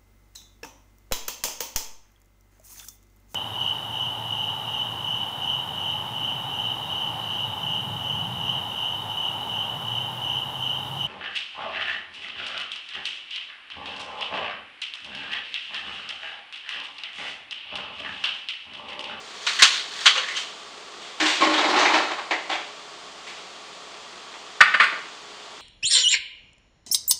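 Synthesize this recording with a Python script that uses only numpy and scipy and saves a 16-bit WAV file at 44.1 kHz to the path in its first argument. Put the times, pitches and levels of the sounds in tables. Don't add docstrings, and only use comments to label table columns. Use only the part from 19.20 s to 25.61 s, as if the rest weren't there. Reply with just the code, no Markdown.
import sys
import numpy as np
from scipy import signal
from scipy.fft import rfft, irfft
from scipy.io import wavfile

SR = 44100
rng = np.random.default_rng(int(sys.argv[2]) if len(sys.argv) > 2 else 0)


def transcribe(signal):
    frames = np.atleast_2d(signal).T
    limited = np.clip(frames, -1, 1)
    pcm = np.round(limited * 32767).astype(np.int16)
    wavfile.write(sys.argv[1], SR, pcm)


N = 282681
TIME = np.arange(N) / SR

# (frequency [Hz], relative level [dB])
KNOCK_COLOUR = [(100, -60), (240, -24.5), (310, -2), (480, -10), (750, 0), (1100, -3.5), (1300, -6),
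                (2100, -3), (4400, -13.5), (5300, -19.5), (7500, -26), (9500, -42.5), (10800, -49),
                (15500, -43)]


def from_db(db):
    return 10 ** (np.asarray(db) / 20)


def unit_energy(x):
    return x / np.sqrt(np.sum(x ** 2) + 1e-20)


def at_hz(points, hz):
    freq, value = np.transpose(points)
    return np.interp(np.log(np.maximum(hz, 1)), np.log(freq), value)


def through(x, response):
    return signal.fftconvolve(x, response)[:len(x)]


def add(out, s, sound):
    start = round(s * SR)
    out[start:start + len(sound)] += sound[:N - start]


def snap(colour, bright=0, pitch_hz=1000, bump_db=0, size=2048):
    hz = np.maximum(np.arange(size // 2 + 1) * SR / size, 1)
    tilt = bright * np.log2(np.clip(hz, 300, 9000))
    bump = bump_db / (1 + (np.log2(hz / pitch_hz) / 0.18) ** 2)
    cepstrum = irfft(np.log(from_db(at_hz(colour, hz) + tilt + bump)))
    cepstrum[1:size // 2] *= 2
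    cepstrum[size // 2 + 1:] = 0
    return unit_energy(irfft(np.exp(rfft(cepstrum))))


def ringing(modes, vary_db=0):
    t = TIME[:SR // 2]
    swell = 1 - np.exp(-t / 0.00054)
    total = 0
    for hz, db, t60 in modes:
        strength = from_db(db + vary_db * rng.normal())
        sine = np.sin(2 * np.pi * (hz * t + rng.random()))
        decay = from_db(-60 * t / max(t60, .001))
        total = total + strength * unit_energy(swell * sine * decay)
    return unit_energy(total)


def scatter(t60, build_s):
    t = TIME[:SR // 2]
    knots = t[::66]
    uneven = from_db(1.6 * np.interp(t, knots, rng.standard_normal(len(knots))))
    swell = 1 - np.exp(-t / max(build_s, .0002))
    decay = from_db(-60 * t / max(t60, .01))
    return unit_energy(rng.standard_normal(len(t)) * uneven * swell * decay)


def blow(click, t60, build_s, modes, ring_db):
    reflections = through(scatter(t60, build_s), click)
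    ring = from_db(ring_db) * ringing(modes, vary_db=4)
    return unit_energy(reflections + ring) * np.sqrt(SR / 100)


def grains(per_s, spread_db):
    sizes = from_db(spread_db * np.clip(rng.standard_normal(N), -2, 2))
    signed = sizes * rng.choice([-1, 1], N)
    happens = rng.random(N) < per_s / SR
    return unit_energy(signed * happens) * np.sqrt(N)


def jostle(strength, colour, per_s, spread_db, t60, bump_db, count=12):
    cubes = []
    for hz in np.geomspace(750, 6500, count):
        click = snap(colour, 0, hz, bump_db)
        cubes.append(unit_energy(through(scatter(t60, 0.00016), click)))
    contacts = sum(through(strength * grains(per_s / count, spread_db), cube) for cube in cubes)
    return contacts / np.sqrt(count)


def kitchen(x, tail_db, build_s):
    # (frequency [Hz], t60 [s])
    room_t60 = [(200, 0.79), (1500, 0.4), (4000, 0.73), (10000, 0.12)]
    t = TIME[:SR * 3 // 4]
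    swell = 1 - np.exp(-t / max(build_s, .001))
    edges = np.geomspace(60, 20000, num=18)
    tail = 0
    for low, high in zip(edges, edges[1:]):
        band_pass = signal.butter(2, [low, high], "band", fs=SR, output="sos")
        band = signal.sosfilt(band_pass, rng.standard_normal(len(t)))
        decay = from_db(-60 * t / at_hz(room_t60, np.sqrt(low * high)))
        share = np.sqrt(2 * (high - low) / SR)
        tail = tail + share * unit_energy(band * swell * decay)
    return x + from_db(tail_db) * through(x, tail)


def fridge():
    # (frequency [Hz], level [dB])
    hum = [(59.5, -72), (119, -74), (147, -73.5), (188, -69.5), (358, -65.5), (416, -59), (425, -63.5),
           (638, -66), (1125, -57), (1362, -61), (2826, -62), (3121, -59.5)]
    # (frequency [Hz], relative level [dB])
    hiss = [(30, -26), (64, -16), (95, -31), (182, -9), (324, -9), (430, -5.5), (1170, -3), (1590, -7.5),
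            (3300, -6.5), (4910, -12.5), (7080, -13.5), (9900, -28), (10700, -37.5), (15500, -31)]
    # (frequency [Hz], relative level [dB], t60 [s])
    fan_modes = [(418, -9, 0.027), (693, -0.5, 0.036), (1175, 0.5, 0.027), (3400, 2.5, 0.011),
                 (4550, 3.5, 0.0023)]
    knots = np.linspace(0, N / SR, num=40)
    tones = 0
    for hz, db in hum:
        wander = np.interp(TIME, knots, np.cumsum(rng.normal(0, 1.187, len(knots))))
        tones = tones + from_db(db) * np.sqrt(2) * np.sin(2 * np.pi * hz * TIME + wander)
    air = from_db(-42.7) * through(rng.standard_normal(N), snap(hiss))
    fan = from_db(-48.5) * through(rng.standard_normal(N), ringing(fan_modes))
    return tones + air + fan


def faint_ticks():
    tick = unit_energy(through(scatter(0.021, 0.00027), snap(KNOCK_COLOUR, bright=1.5)))
    ticks = through(grains(per_s=16, spread_db=0.5), tick)
    return from_db(-55) * kitchen(ticks, tail_db=-5.0, build_s=0.018)


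def swell_and_ease(peak_s):
    rise_db_per_s, fall_db_per_s = 59, 76
    return from_db(np.minimum(rise_db_per_s * (TIME - peak_s), fall_db_per_s * (peak_s - TIME)))


def twisted_tray():
    # (time [s], level [dB], brightness [dB per octave], #
    # pitch of the cube [Hz], its prominence [dB])
    cracks = [(0.2653, -14.5, -1.5, 3780, 4), (0.389, -14, 0.5, 1800, 13), (0.4206, -2.5, 1.3, 4100, 3.5),
              (0.4378, -9, -2.5, 3000, 9.5), (0.54, -20.5, -0.5, 3850, 9), (0.8556, -7.5, -1.5, 3060, 2.5),
              (0.8606, -6, -3, 3200, 11), (0.951, -18.5, -4.5, 500, 14.5), (0.975, -17.5, -4.5, 3030, 9.5),
              (1.03, -24, -2, 1800, 15), (1.08, -23, -0.5, 2030, 14), (1.15, -24.5, -6.5, 3020, 25),
              (1.164, -21, 2, 3000, 6.5)]
    # (frequency [Hz], relative level [dB])
    crack_colour = [(150, -50), (300, -36), (600, -20.5), (900, -14), (1100, -4.5), (2100, -2.5),
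                    (3100, -1), (4400, -3.5), (5100, -8), (7200, -10.5), (9000, -21.5), (10800, -37),
                    (15500, -31)]
    creak_colour = [(200, -37), (450, -29), (900, -10), (1800, -4.5), (2500, -6.5), (3400, 1), (4500, -1.5),
                    (5100, -8.5), (7000, -10.5), (9500, -20.5), (10800, -30), (15500, -23)]
    # (frequency [Hz], relative level [dB], t60 [s])
    tray_modes = [(1078, 1, 0.3), (1470, 2, 0.19), (2730, -14, 0.13), (3030, -3, 0.11), (3410, 2.5, 0.13),
                  (3630, 2, 0.17), (4010, 1, .2), (4300, -1, 0.35), (4510, 1, 0.27), (6250, -2, 0.06),
                  (7170, -21, 0.091)]
    # (time of greatest strain [s], level of its creak [dB])
    twists = [(0.46, -24), (0.86, -28.5), (1.16, -35.5)]
    t60_at_0_db_s, doubling_drop_db = 0.12, 14
    out = np.zeros(N)
    for s, db, bright, pitch_hz, bump_db in cracks:
        t60 = t60_at_0_db_s * 2 ** (-db / doubling_drop_db)
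        click = snap(crack_colour, bright, pitch_hz, bump_db)
        add(out, s, from_db(db) * blow(click, t60, 0.0028, tray_modes, ring_db=-11))
    strain = np.max([from_db(db) * swell_and_ease(s) for s, db in twists], axis=0)
    out += jostle(strain, creak_colour, per_s=1000, spread_db=3.5, t60=0.079, bump_db=10)
    return kitchen(out, tail_db=-12.5, build_s=0.015)


def knocking_cubes():
    # (time [s], level [dB], brightness [dB per octave],
    # pitch of the knock [Hz], its prominence [dB])
    knocks = [(1.815, -32, 7, 3440, 8), (1.999, -12.5, 4.5, 1700, 6.5), (2.057, -12.5, 5.5, 3430, 4.5),
              (2.2076, -14.5, 3, 2070, 6.5), (2.219, -12, -12, 1070, 19), (2.335, -14.5, 2.5, 3400, 8),
              (2.566, -14, 1, 790, 6), (2.587, -18.5, 3, 6200, 12.5), (2.653, -13, -0.5, 2180, 11.5),
              (2.736, -13, 0.5, 2050, -1), (2.908, -22.5, -0.5, 880, 2), (2.982, -25.5, 0, 1200, 5),
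              (3.1075, -14.5, -0.5, 2000, 5.5), (3.294, -19.5, 1, 850, 4.5), (3.311, -21, 0.5, 3220, 11.5),
              (3.33, -25, 1.5, 2230, 3), (4.066, -29.5, 5, 2800, 2), (5.139, -36.5, 1.5, 705, 2)]
    # (frequency [Hz], relative level [dB], t60 [s])
    plastic_modes = [(322.8, -6, 0.22), (589, -6.5, 0.9), (648, -6, 0.53), (857, -4.5, 0.11),
                     (928, -6, 0.37), (1086.4, 1.5, 0.15)]
    even_t60_s, skitter_growth, shortest_t60_s = 0.26, 1.21, 0.19
    even_ring_db, ring_loss_db = -10, 1.7
    out = np.zeros(N)
    for s, db, bright, pitch_hz, bump_db in knocks:
        t60 = max(even_t60_s * skitter_growth ** bright, shortest_t60_s)
        ring_db = even_ring_db - ring_loss_db * bright
        click = snap(KNOCK_COLOUR, bright, pitch_hz, bump_db)
        add(out, s, from_db(db) * blow(click, t60, 0.003, plastic_modes, ring_db))
    return out


def surge(start_s, hold_s, release_db_per_s):
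    attack = np.clip((TIME - start_s) / 0.0061, 0, 1)
    return attack * from_db(-release_db_per_s * np.maximum(TIME - start_s - hold_s, 0))


def rattling_cubes():
    # (start [s], hold [s], level [dB], boom of the plastic [dB])
    surges = [(2.003, 0.022, -25.5, -27.5), (2.199, 0.099, -23, -26.5), (2.36, 0.1, -22.5, -31.5),
              (2.479, 0.086, -20.5, -25.5), (2.583, 0.15, -22, -32), (2.735, 0.047, -22.5, -28)]
    # (frequency [Hz], relative level [dB])
    tumble_colour = [(100, -62), (240, -26), (310, -8.5), (480, -9), (850, 0), (1350, -5), (2200, -7.5),
                     (4300, -11.5), (5300, -20), (7500, -26), (9500, -40), (10800, -50), (15500, -51)]
    grit_colour = [(1500, -22), (4000, 6), (6500, -8), (8500, -12), (11000, -23), (15000, -19)]
    # (frequency [Hz], relative level [dB], t60 [s])
    boom_modes = [(312, -4.5, 0.2), (358.8, -10, 0.27), (589, -9.5, 0.29), (1081, -9.5, 0.099)]
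    tumble_release, boom_release = 106, 280
    tumble = np.max([from_db(db) * surge(s, hold, tumble_release) for s, hold, db, _ in surges], axis=0)
    boom = np.max([from_db(db) * surge(s, hold, boom_release) for s, hold, _, db in surges], axis=0)
    out = knocking_cubes()
    out += jostle(tumble, tumble_colour, per_s=300, spread_db=2.0, t60=0.11, bump_db=6)
    sliding = tumble ** 0.74
    out += from_db(-23) * jostle(sliding, grit_colour, per_s=380, spread_db=5, t60=0.056, bump_db=14)
    out += through(boom * grains(per_s=450, spread_db=3.5), ringing(boom_modes))
    out = signal.sosfilt(signal.butter(4, 140, "high", fs=SR, output="sos"), out)
    return kitchen(out, tail_db=-7, build_s=0.019)


def ice_in_glass():
    # (time [s], level [dB], t60 [s], brightness [dB per octave])
    drops = [(5.4057, -2.5, 0.064, 0.5), (5.539, -13.5, 0.071, -0.5), (5.5964, -7.5, 0.16, 0),
             (5.63, -17, 0.11, 3.5), (5.72, -27, 0.19, -6.5)]
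    # (delay [s], level [dB], brightness [dB per octave], ring of the glass [dB])
    landing = [(0, -7.5, -0.5, -11), (0.0033, 0, -1, -3), (0.0085, -5.5, 0.5, -8)]
    # (frequency [Hz], relative level [dB])
    glass_colour = [(80, -81), (170, -20.5), (390, -26), (560, -16.5), (850, -14), (1200, 1), (2100, 2),
                    (2600, -2.5), (3500, -10), (4600, -15), (5700, -29.5), (8500, -32.5), (10800, -56),
                    (15500, -41)]
    # (frequency [Hz], relative level [dB], t60 [s])
    glass_modes = [(1197, 6, 0.14), (1440, 3, 0.067), (1471, 5, 0.17), (1576, -6, 0.59), (1790, -18, .25),
                   (1797, 9, 0.07), (1825, 0, 0.1), (2300, -15, 0.21), (2660, -7, 0.081), (2940, -8, 0.22),
                   (4670, -14, 0.12)]
    out = np.zeros(N)
    for s, db, t60, bright in drops:
        for delay_s, contact_db, contact_bright, ring_db in landing:
            click = snap(glass_colour, bright + contact_bright)
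            contact = blow(click, t60, 0.00045, glass_modes, ring_db)
            add(out, s + delay_s, from_db(db + contact_db) * contact)
    return kitchen(out, tail_db=-6.5, build_s=0.011)


def scene():
    return (twisted_tray() + rattling_cubes() + ice_in_glass() + faint_ticks() + fridge())[None]


def record(dry, drive_db=0.05):
    # (frequency [Hz], level [dB])
    microphone = [(60, -5), (300, 0), (9000, -0.5), (10700, -8.5), (15500, -15.5)]
    clipped = np.clip(dry * from_db(drive_db), -1, 1)
    hz = np.arange(N // 2 + 1) * SR / N
    coloured = irfft(rfft(clipped) * from_db(at_hz(microphone, hz)), N)
    steep = signal.ellip(16, .1, 110, 15750, fs=SR, output="sos")
    return signal.sosfilt(steep, .96 * coloured)


dry = scene()
out = record(dry)
transcribe(out)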